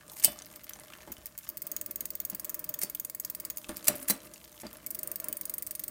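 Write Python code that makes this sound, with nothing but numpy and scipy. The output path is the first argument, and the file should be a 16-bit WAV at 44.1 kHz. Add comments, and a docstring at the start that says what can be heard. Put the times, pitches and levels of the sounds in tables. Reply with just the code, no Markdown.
"""Bicycle on a repair stand

A small workshop, heard from beside the rear hub. While the cranks turn, the chain rattles through the
derailleur, scrapes and clacks from cog to cog and jolts the frame. When they rest, the wheel spins on
and the two pawls of the freewheel snap over the ratchet teeth. Bearing rumble and room air lie below."""
import sys
import numpy as np
from scipy import signal
from scipy.fft import rfft, irfft
from scipy.io import wavfile
from scipy.ndimage import uniform_filter1d

SR = 44100
rng = np.random.default_rng(int(sys.argv[2]) if len(sys.argv) > 2 else 0)


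def wav_record(signal):
    """Record a signal, one row per channel, as 16-bit PCM in the file named by sys.argv[1]."""
    frames = np.transpose(np.atleast_2d(signal))
    bounded = np.clip(frames, -1, 1)
    # unit amplitude maps onto the largest positive 16-bit level
    quanta = np.round(bounded * 32767).astype(np.int16)
    wavfile.write(sys.argv[1], SR, quanta)


N = 260570
TIME = np.arange(N) / SR


def amp(db):
    return 10 ** (np.asarray(db) / 20)


def unit_energy(x):
    return x / np.sqrt(np.sum(x ** 2))


def decay(t, t60_s):
    return np.exp(-np.log(1000) * t / t60_s)


def add(track, start_s, sound, db):
    """Mix in a unit-energy blow with the energy of one millisecond at level db."""
    i = max(int(start_s * SR), 0)
    track[i:i + len(sound)] += (amp(db) * np.sqrt(SR / 1000) * sound)[:N - i]


def drift(rate_hz):
    """Smooth random motion with a spread near one."""
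    step = int(SR / rate_hz)
    return uniform_filter1d(np.repeat(rng.standard_normal(N // step + 1), step), step)[:N]


def colour(x, spectrum, size=2048):
    """Minimum-phase filter of unit energy, shaped by (Hz, dB) points."""
    hz, db = np.transpose(spectrum)
    gain_db = np.interp(np.log(np.fft.rfftfreq(size, 1 / SR) + 1), np.log(hz), db)
    cepstrum = irfft(np.log(amp(gain_db)))[:size // 2]
    response = irfft(np.exp(rfft(np.r_[cepstrum[0], 2 * cepstrum[1:]], size)))
    return signal.fftconvolve(x, unit_energy(response))[:len(x)]


def ring(modes, scatter_db=0, detune=0, size=20000):
    """Struck modes; with scatter, each blow lands elsewhere and shares its energy differently."""
    hz, t60_s, db = np.transpose(modes)[:, :, None]
    t = np.arange(size) / SR
    share, shift, phase = rng.standard_normal((3, len(hz), 1))
    waves = np.sin(2 * np.pi * (hz * (1 + detune * shift) * t + phase))
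    envelopes = amp(db + scatter_db * share) / np.sqrt(t60_s) * decay(t, t60_s)
    return unit_energy(np.sum(envelopes * waves, axis=0))


def resonate(force, modes):
    """A continuous force drives the modes of a part."""
    return signal.fftconvolve(force, ring(modes))[:N]


def crack(t60_s, size=6000):
    """The dense, quickly dying modes of a contact."""
    return unit_energy(rng.standard_normal(size) * decay(np.arange(size) / SR, t60_s))


def click(hz, t60_s, q):
    """A tiny steel contact, strongest in one broad resonance."""
    peak = signal.iirpeak(min(hz, 15000), q, fs=SR)
    return unit_energy(signal.lfilter(*peak, crack(t60_s, size=900)))


# Lone ticks while the cranks almost keep up with the wheel.
# Each row: start in seconds, level in dB, lag of the second pawl in seconds.
SLOW_TICKS = [(1.1193, -21, 0.0035), (1.2579, -20, 0.0086), (1.3777, -21, 0.0096), (1.4899, -18, 0.0093),
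              (3.5719, -17.5, 0.01)]
# Free coasting. Each row: start, end and first tooth gap in seconds, number of the first tooth.
COASTS = [(1.5713, 2.81, .04823, 0), (2.8982, 3.52, .04997, 7), (4.8635, 5.9, .04194, 0)]
SECOND_REST_S = 4.5  # from here the freewheel rests at another angle and rings differently


def ratchet(tick_db=-18.5, swell_db=1.74, teeth=20, swell_teeth=5, loudest_tooth=3.8, slowing=.00085):
    """Teeth of an out-of-round ratchet pass ever more slowly. Gives (start s, dB, lag s, swell)."""
    ticks = [(start_s, db, lag_s, 0) for start_s, db, lag_s in SLOW_TICKS]
    for at_s, end_s, gap_s, tooth in COASTS:
        while at_s < end_s:
            swell = np.cos(2 * np.pi * (tooth - loudest_tooth) / swell_teeth)
            depth_db = swell_db if at_s < SECOND_REST_S else 0
            wobble = np.cos(np.pi * tooth / teeth) ** 6  # peaks once a turn
            lag_s = gap_s * (.034 + .076 * wobble)
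            ticks.append((at_s, tick_db + depth_db * swell, lag_s, swell))
            at_s += gap_s
            gap_s *= 1 + slowing
            tooth += 1
    return ticks


# Freewheel body. Each row: mode in Hz, T60 in seconds, level in dB at the first rest and at the second.
FREEWHEEL_MODES = [(1000, .05, -27, -27), (1890, .035, -21, -20), (2200, .02, -21, -19),
                   (2600, .02, -24, -25), (3200, .02, -26, -27), (4560, .018, -22, -22),
                   (4850, .013, -15, -14), (6250, .015, -14, -16), (6720, .016, -7, -9),
                   (7650, .012, -13, -23), (8000, .022, -11, -4), (8400, .012, -13, -12),
                   (9180, .016, -11, 1), (9590, .02, -11, -12), (10050, .024, -11, -10),
                   (11620, .012, -6, -10), (12220, .014, -14, -9), (12630, .035, -7, 0),
                   (13130, .018, -8, -4), (14280, .011, -2, 0), (14680, .011, 2, 0), (15160, .017, -1, -1),
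                   (15500, .014, -9, -7)]
# Snap of a pawl. Each row: frequency in Hz, gain in dB.
PAWL_SPECTRUM = [(300, -17), (1000, -34), (2200, -6), (3700, -69), (5000, -2), (7000, 2.5), (9800, 12.5),
                 (10600, -22), (11700, 13), (13000, -17), (13650, 11), (14600, 21), (15400, 20),
                 (16000, 0.5)]


def freewheel(ring_db=-7, snap_db=-10.5, slide_db=-23, bounce_db=-7, cog_db=-39, seat_db=-29):
    """Two pawls in turn slide off a tooth, snap down, bounce and chatter; a cog sings along faintly."""
    body, snaps = np.zeros((2, N))
    hz, t60_s, first_rest_db, second_rest_db = np.transpose(FREEWHEEL_MODES)
    mode_swell_db = 7 * (np.abs(hz / 6720 - 1) < .06)  # one mode swells most with the loud teeth
    snap_t60_s, slide_s = .009, .0012
    ticks = ratchet()
    for start_s, db, lag_s, swell in ticks:
        balance, rebound, force, place = rng.standard_normal(4)
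        chatter = click(5000 * 1.3 ** place, t60_s=.018, q=3)
        add(body, start_s + lag_s, chatter, db + seat_db + 3 * min(force, 1.3))
        add(snaps, start_s - slide_s, crack(snap_t60_s), db + snap_db + slide_db)
        add(body, start_s, ring([(4582, .15, 0)], detune=.003), db + cog_db)
        mode_db = first_rest_db + mode_swell_db * swell if start_s < SECOND_REST_S else second_rest_db
        second_pawl_db = -4.5 + 2.5 * balance
        bounce_s = .001 * amp(2 * rebound)
        # The four blows share the energy of the tick.
        first_db = db - 10 * np.log10((1 + amp(second_pawl_db) ** 2) * (1 + amp(bounce_db) ** 2))
        for at_s, pawl_db in (start_s, first_db), (start_s + lag_s, first_db + second_pawl_db):
            for blow_s, blow_db in (at_s, pawl_db), (at_s + bounce_s, pawl_db + bounce_db):
                ping = ring(np.c_[hz, t60_s, mode_db], scatter_db=3.8, detune=.006, size=3000)
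                add(body, blow_s, ping, blow_db + ring_db)
                add(snaps, blow_s, crack(snap_t60_s), blow_db + snap_db)
    return body + colour(snaps, PAWL_SPECTRUM)


# Chain landings. Each row: start in seconds, level in dB, cog size, relative ring level in dB.
CLACKS = [(0.24, -14, "large", -7), (0.2457, -4.5, "large", -5), (.2500, -15.5, "large", 2),
          (0.254, -18, "large", -2), (2.8162, -19, "middle", -17), (2.833, -21.5, "middle", -13),
          (2.8352, -19, "middle", -11), (2.8472, -28, "middle", -11), (3.8835, -15, "small", -15),
          (4.0945, -25, "small", -5), (4.0991, -15.5, "small", -7), (4.105, -21.5, "small", 1)]
# Cogs by size. Each row: mode in Hz, T60 in seconds, level in dB.
LARGE_COG_MODES = [(2290, .07, -9), (2640, .09, -12), (2995, .17, -6), (3180, .12, -13), (3525, .36, -18),
                   (3914, .1, -15), (4270, .06, -14), (4590, .085, -2), (4810, .06, -7), (5593, .1, -16),
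                   (6570, .08, -7), (8085, .05, 3), (8210, .018, 6), (9310, .021, 5), (9990, .04, 4),
                   (11760, .1, -8), (13140, .24, -6), (13915, .075, 3), (14560, .045, 7)]
MIDDLE_COG_MODES = [(4587, .2, -1), (6223, .07, -8), (6778, .07, -7), (9173, .04, 0), (14460, .045, 2)]
SMALL_COG_MODES = [(2006, .06, -11), (4045, .1, -2), (4110, .05, -7), (4650, .02, -2), (5690, .16, -13),
                   (5927, .07, -10), (7445, .09, -11), (8090, .19, -7), (8530, .035, -5), (10130, .08, -7),
                   (11690, .06, -5), (12680, .06, -1), (13160, .14, -14), (15160, .06, 1)]
# Crack of a landing. Each row: frequency in Hz, gain in dB.
CLACK_SPECTRUM = [(200, -24), (700, -12.5), (1400, -20), (2200, -5.5), (3500, -15), (5000, -3),
                  (7200, -2.5), (9500, 8.5), (11000, -7), (14500, 7.5), (16000, 2)]


def gear_shifts(crack_db=-1, clatter_db=-18, clatter_t60_s=.11, settle_s=.055, loose_links=6):
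    """The chain cracks onto a new cog, the cogs ring, and loose links clatter while it settles."""
    cogs, cracks = np.zeros((2, N))
    modes = {"large": LARGE_COG_MODES, "middle": MIDDLE_COG_MODES, "small": SMALL_COG_MODES}
    for start_s, db, size, ring_db in CLACKS:
        add(cracks, start_s, crack(t60_s=.012), db + crack_db)
        add(cogs, start_s, ring(modes[size], scatter_db=1, detune=.0005), db + ring_db)
        for late, place in rng.random((loose_links, 2)):
            delay_s = late * settle_s
            link = click(5500 * 2 ** (2 * place - 1), t60_s=.015, q=4)
            add(cogs, start_s + delay_s, link * decay(delay_s, clatter_t60_s), db + clatter_db)
    return cogs + colour(cracks, CLACK_SPECTRUM)


# Chain climbing a cog. Each row: start and end in seconds, base level in dB, relative plate ring in dB.
SCRAPES = [(0.162, 0.21, -39, -22), (0.225, 0.245, -19.5, -23), (1.416, 1.453, -46, -10),
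           (2.805, 2.835, -29, -18), (3.87, 3.889, -13, -4.5), (3.952, 3.964, -41.5, 9.5),
           (3.97, 3.983, -47, 0), (3.998, 4.031, -44, 6.5), (4.078, 4.109, -23.5, 4),
           (4.216, 4.268, -53.5, 7), (4.598, 4.62, -37.5, -22)]
# Side plates of the chain. Each row: mode in Hz, T60 in seconds, level in dB.
PLATE_MODES = [(7910, .02, -8), (9300, .02, -3), (9910, .03, -1), (11600, .03, -1), (13100, .04, -4),
               (14400, .022, 0), (15400, .03, -5)]
# Plates grinding on a cog. Each row: frequency in Hz, gain in dB.
GRIND_SPECTRUM = [(300, -27), (1500, -11.5), (2300, -6.5), (3500, -16), (5000, -9.5), (7500, -4.5),
                  (9500, -4.5), (11000, -2), (13500, -4.5), (15300, -10.5), (16000, -35)]


def scrapes(swell_db=9, cog_db=-15):
    """Side plates stick and slip ever harder against a cog, and sing, until they ride over it."""
    pressure, plate_drive = np.zeros((2, N))
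    for start_s, end_s, db, plate_db in SCRAPES:
        progress = np.clip((TIME - start_s) / (end_s - start_s), 0, 1)
        push = (TIME > start_s) * (TIME < end_s) * amp(db + swell_db * (progress - 2))
        pressure += push
        plate_drive += push * amp(plate_db)
    slips = rng.standard_normal(N) * amp(7 * drift(700))
    friction = pressure * slips
    plates = resonate(plate_drive * slips, PLATE_MODES)
    cogs = amp(cog_db) * resonate(friction, LARGE_COG_MODES + SMALL_COG_MODES)
    return colour(friction, GRIND_SPECTRUM) + plates + cogs


# Running chain, one list per run. Each row: time in seconds, roller level in dB, cage level in dB.
CHAIN_RUNS = [
    [(0.0, -65, -45.5), (0.1, -44, -77), (0.312, -47, -50), (0.508, -50, -52.5), (0.798, -47, -50),
     (1.0, -50, -48.5), (1.206, -53.5, -63.5), (1.378, -55, -56.5), (1.5, -43.5, -53)],
    [(3.55, -59, -68), (3.682, -42.5, -53), (4.008, -48, -51.5), (4.284, -50.5, -68), (4.432, -49, -63),
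     (4.85, -53, -54)],
]
# Single links catching on a tooth. Each row: start in seconds, level in dB, resonance in Hz.
LINK_SNAPS = [(.098, -43, 5870), (.134, -38, 13100), (0.198, -28, 13400), (0.3206, -33, 9000),
              (0.389, -31.5, 6600), (0.4206, -34.5, 6100), (0.4588, -35.5, 14600), (.5259, -47, 13100),
              (0.56, -32, 14600), (0.636, -38, 13200), (0.6428, -32, 13600), (0.6948, -25.5, 14300),
              (0.7345, -30.5, 6130), (0.768, -45, 9300), (0.798, -34.5, 10030), (.8706, -46, 13000),
              (0.935, -36, 2700), (1.02, -42, 6600), (1.168, -41.5, 2960), (1.444, -43, 12300),
              (2.317, -40, 6300), (3.644, -32, 2600), (3.6924, -29, 9300), (3.769, -23.5, 13800),
              (3.777, -42, 14000), (3.844, -29, 11000), (3.8538, -29, 14700), (3.982, -34, 14000),
              (4.272, -45, 2740), (4.3375, -34.5, 9200), (4.342, -39, 6970), (4.36, -42, 2800),
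              (4.449, -39, 13100), (4.5267, -43, 6230), (4.565, -46, 3350), (4.6675, -33.5, 4800),
              (4.73, -32.5, 13900), (4.77, -37.5, 11100), (4.8386, -53, 13200)]
# Plates rubbing. Each row: frequency in Hz, gain in dB.
RUB_SPECTRUM = [(300, -30), (900, 28), (2500, -24), (4000, -14), (6500, 18), (8000, 17), (9500, 23),
                (11000, 17), (14000, 26.5), (16000, 7)]


def chain(links_per_s=78, roller_db=-2, scatter_db=5, rub_db=-16, link_db=-6, cog_db=-14):
    """Rollers seat one by one and knock the derailleur cage, plates rub, and a few links snap."""
    clicks, rub_level, knocks = np.zeros((3, N))
    for run in CHAIN_RUNS:
        times_s, run_db, cage_db = np.transpose(run)
        for due_s in np.arange(times_s[0], times_s[-1], 1 / links_per_s):
            slack, force, place, play, corner = rng.standard_normal(5)
            at_s = due_s + .33 * slack / links_per_s
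            seat_db = np.interp(at_s, times_s, run_db) + roller_db + scatter_db * min(force, 1.3)
            knock_db = np.interp(at_s, times_s, cage_db) + scatter_db * min(play, 1)
            add(clicks, at_s, click(4500 * 2 ** place, t60_s=.006, q=1), seat_db)
            add(knocks, at_s, click(1300 * 1.4 ** corner, t60_s=.03, q=2), knock_db)
        rub_level += np.interp(TIME, times_s, amp(run_db + rub_db), left=0, right=0)
    for start_s, db, hz in LINK_SNAPS:
        add(clicks, start_s, click(hz, t60_s=.006, q=1), db + link_db)
        add(clicks, start_s, ring([(hz, .014, 0)]), db + link_db)
    rubbing = rub_level * rng.standard_normal(N) * amp(6 * drift(300) + 4 * drift(25))
    cogs = amp(cog_db) * resonate(clicks, LARGE_COG_MODES + SMALL_COG_MODES)
    return clicks + knocks + colour(rubbing, RUB_SPECTRUM) + cogs


# Frame jolts. Each row: start in seconds, level in dB, stand sway in dB, pitch struck hardest in Hz.
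JOLTS = [(0.25, -29, -50, 830), (0.279, -26, -40, 680), (1.074, -34, -43, 860), (1.099, -35, -41, 292),
         (1.186, -46, -38.5, 200), (2.325, -34, -64, 196), (2.832, -30.5, -56, 406),
         (3.691, -27.5, -45, 710), (3.694, -25, -38, 289), (3.885, -20, -39, 581), (3.898, -22, -42, 219),
         (3.94, -33, -41, 270), (4.0998, -22, -55, 955), (4.103, -25.5, -54, 520), (4.109, -24.5, -46, 215),
         (4.633, -30, -44, 780), (4.65, -28, -51, 217)]
# Ring of frame and stand, then sway of the stand. Each row: mode in Hz, T60 in seconds, level in dB.
FRAME_MODES = [(160, .1, -7), (202, .11, -4), (268, .18, -7), (325, .12, -3), (400, .07, -9),
               (474, .05, -8), (545, .035, -6), (595, .08, -2), (689, .06, -10), (855, .08, -11),
               (965, .045, -10), (1170, .05, -15), (1850, .07, -14)]
SWAY_MODES = [(57, .5, 0), (75, .14, -1)]
# Thud of a jolt. Each row: frequency in Hz, gain in dB.
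THUD_SPECTRUM = [(40, -24), (100, -1), (250, 11), (600, 0.5), (1200, 1), (2300, -4), (5000, -15),
                 (12000, -25)]


def frame_jolts(thud_db=-7, ring_db=-3, focus_db=10, focus_octaves=.2):
    """Jerks of the chain shake the frame, each favouring other modes, and sway the stand under it."""
    tubes, thuds = np.zeros((2, N))
    hz, t60_s, mode_db = np.transpose(FRAME_MODES)
    for start_s, db, sway_db, struck_hz in JOLTS:
        favour_db = focus_db * np.exp(-(np.log2(hz / struck_hz) / focus_octaves) ** 2)
        modes = np.c_[hz, t60_s, mode_db + favour_db]
        add(tubes, start_s, ring(modes, scatter_db=1.5, detune=.01), db + ring_db)
        add(tubes, start_s, ring(SWAY_MODES, scatter_db=1, detune=.01), sway_db)
        add(thuds, start_s, crack(t60_s=.18), db + thud_db)
    return tubes + colour(thuds, THUD_SPECTRUM)


# Hum of the taut chain. Each row: partial in Hz, level in dB.
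DRONE_PARTIALS = [(266, -50.5), (576, -57.5)]


def chain_drone(start_s=3.89, end_s=4.07, waver_db=2):
    """The taut chain hums through the frame until the next shift lets it go slack."""
    taut = np.interp(TIME, [start_s, start_s + .03, end_s - .02, end_s + .02], [0, 1, 1, 0])
    hum = np.zeros(N)
    for hz, db in DRONE_PARTIALS:
        hum += np.sin(2 * np.pi * hz * TIME + .35 * drift(40)) * amp(db + waver_db * drift(35))
    return taut * hum


def chain_shiver(clicks_per_s=16, level_db=-53, centre_hz=5200):
    """While the wheel coasts, the resting chain shivers on the cogs in small, stray clicks."""
    clicks = np.zeros(N)
    for start_s, end_s, _, _ in COASTS:
        for at_s in rng.uniform(start_s, end_s, int(clicks_per_s * (end_s - start_s))):
            force, place = rng.standard_normal(2)
            link = click(centre_hz * 1.3 ** place, t60_s=.012, q=4)
            add(clicks, at_s, link, level_db + 3 * min(force, 1.5))
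    return clicks


# Rumble of wheel bearing and tyre. Each row: time in seconds, level in dB.
RUMBLE_LEVELS = [(0.0, -62), (0.18, -61.5), (1.05, -65), (1.43, -68.5), (1.62, -57.5), (1.85, -56),
                 (2.2, -61.5), (2.4, -58), (2.8, -57), (3.2, -62.5), (3.47, -56.5), (3.6, -66),
                 (3.881, -52.5), (3.99, -58.5), (4.27, -60.5), (4.63, -64.5), (4.85, -62), (5.05, -56.5),
                 (5.3, -55.5), (5.6, -61), (5.9, -59)]
# Tone of the rumble. Each row: frequency in Hz, gain in dB.
RUMBLE_SPECTRUM = [(60, -20.5), (110, -7), (150, -7), (215, 0.5), (270, -3), (328, 3.5), (385, -3),
                   (460, -2), (530, -1), (610, 2.5), (740, -16), (1000, -8.5), (1400, -12), (2000, -14),
                   (3500, -23.5)]


def wheel(rumble_db=2.5, flutter_db=3, frame_db=-7, waver_db=3):
    """Bearing balls roll unevenly and murmur through the hollow rim and frame."""
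    times_s, db = np.transpose(RUMBLE_LEVELS)
    rolling = rng.standard_normal(N) * amp(np.interp(TIME, times_s, db) + flutter_db * drift(25.03))
    murmur = amp(frame_db + waver_db * drift(8)) * resonate(rolling, FRAME_MODES)
    return amp(rumble_db) * colour(rolling, RUMBLE_SPECTRUM) + murmur


def workshop(x, near_db=-11, shelves_db=-14, split_hz=3000, low_db=3, size=20000):
    """Spokes and tubes scatter the sound at once; crowded shelves add an echo whose treble dies first."""
    t = np.arange(size) / SR
    near, low, high = rng.standard_normal((3, size)) * (t > .002)
    low = signal.sosfilt(signal.butter(2, split_hz, fs=SR, output="sos"), low)
    high = signal.sosfilt(signal.butter(2, split_hz, "high", fs=SR, output="sos"), high)
    shelves = unit_energy(amp(low_db) * low * decay(t, t60_s=.33) + high * decay(t, t60_s=.17))
    spokes = unit_energy(near * decay(t, t60_s=.04))
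    echo = amp(near_db) * spokes + amp(shelves_db) * shelves
    return x + signal.fftconvolve(x, echo)[:N]


# Room air. Each row: frequency in Hz, gain in dB.
AIR_SPECTRUM = [(25, -37), (45, -7.5), (60, 7), (85, -0.5), (200, 3), (500, -20.5), (1000, -41),
                (3000, -19), (8000, -17), (15000, -18)]


def room_tone(air_db=-62, hum_hz=57, hum_db=-73):
    """Still room air and a low, wavering hum."""
    hum = np.sin(2 * np.pi * hum_hz * TIME + drift(5.6)) * amp(hum_db + 1.2 * drift(13))
    return amp(air_db) * colour(rng.standard_normal(N), AIR_SPECTRUM) + hum


def scene():
    """The bicycle in the workshop, in mono."""
    bicycle = freewheel() + gear_shifts() + scrapes() + frame_jolts() + chain_drone()
    bicycle += wheel() + chain() + chain_shiver()
    return (workshop(bicycle) + room_tone())[None]


def record(dry, top_hz=15900):
    """Clip at full scale, then cut the top steeply."""
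    lowpass = signal.ellip(8, .2, 70, top_hz, fs=SR, output="sos")
    return signal.sosfilt(lowpass, np.clip(dry, -1, 1))


dry = scene()
out = record(dry)
wav_record(out)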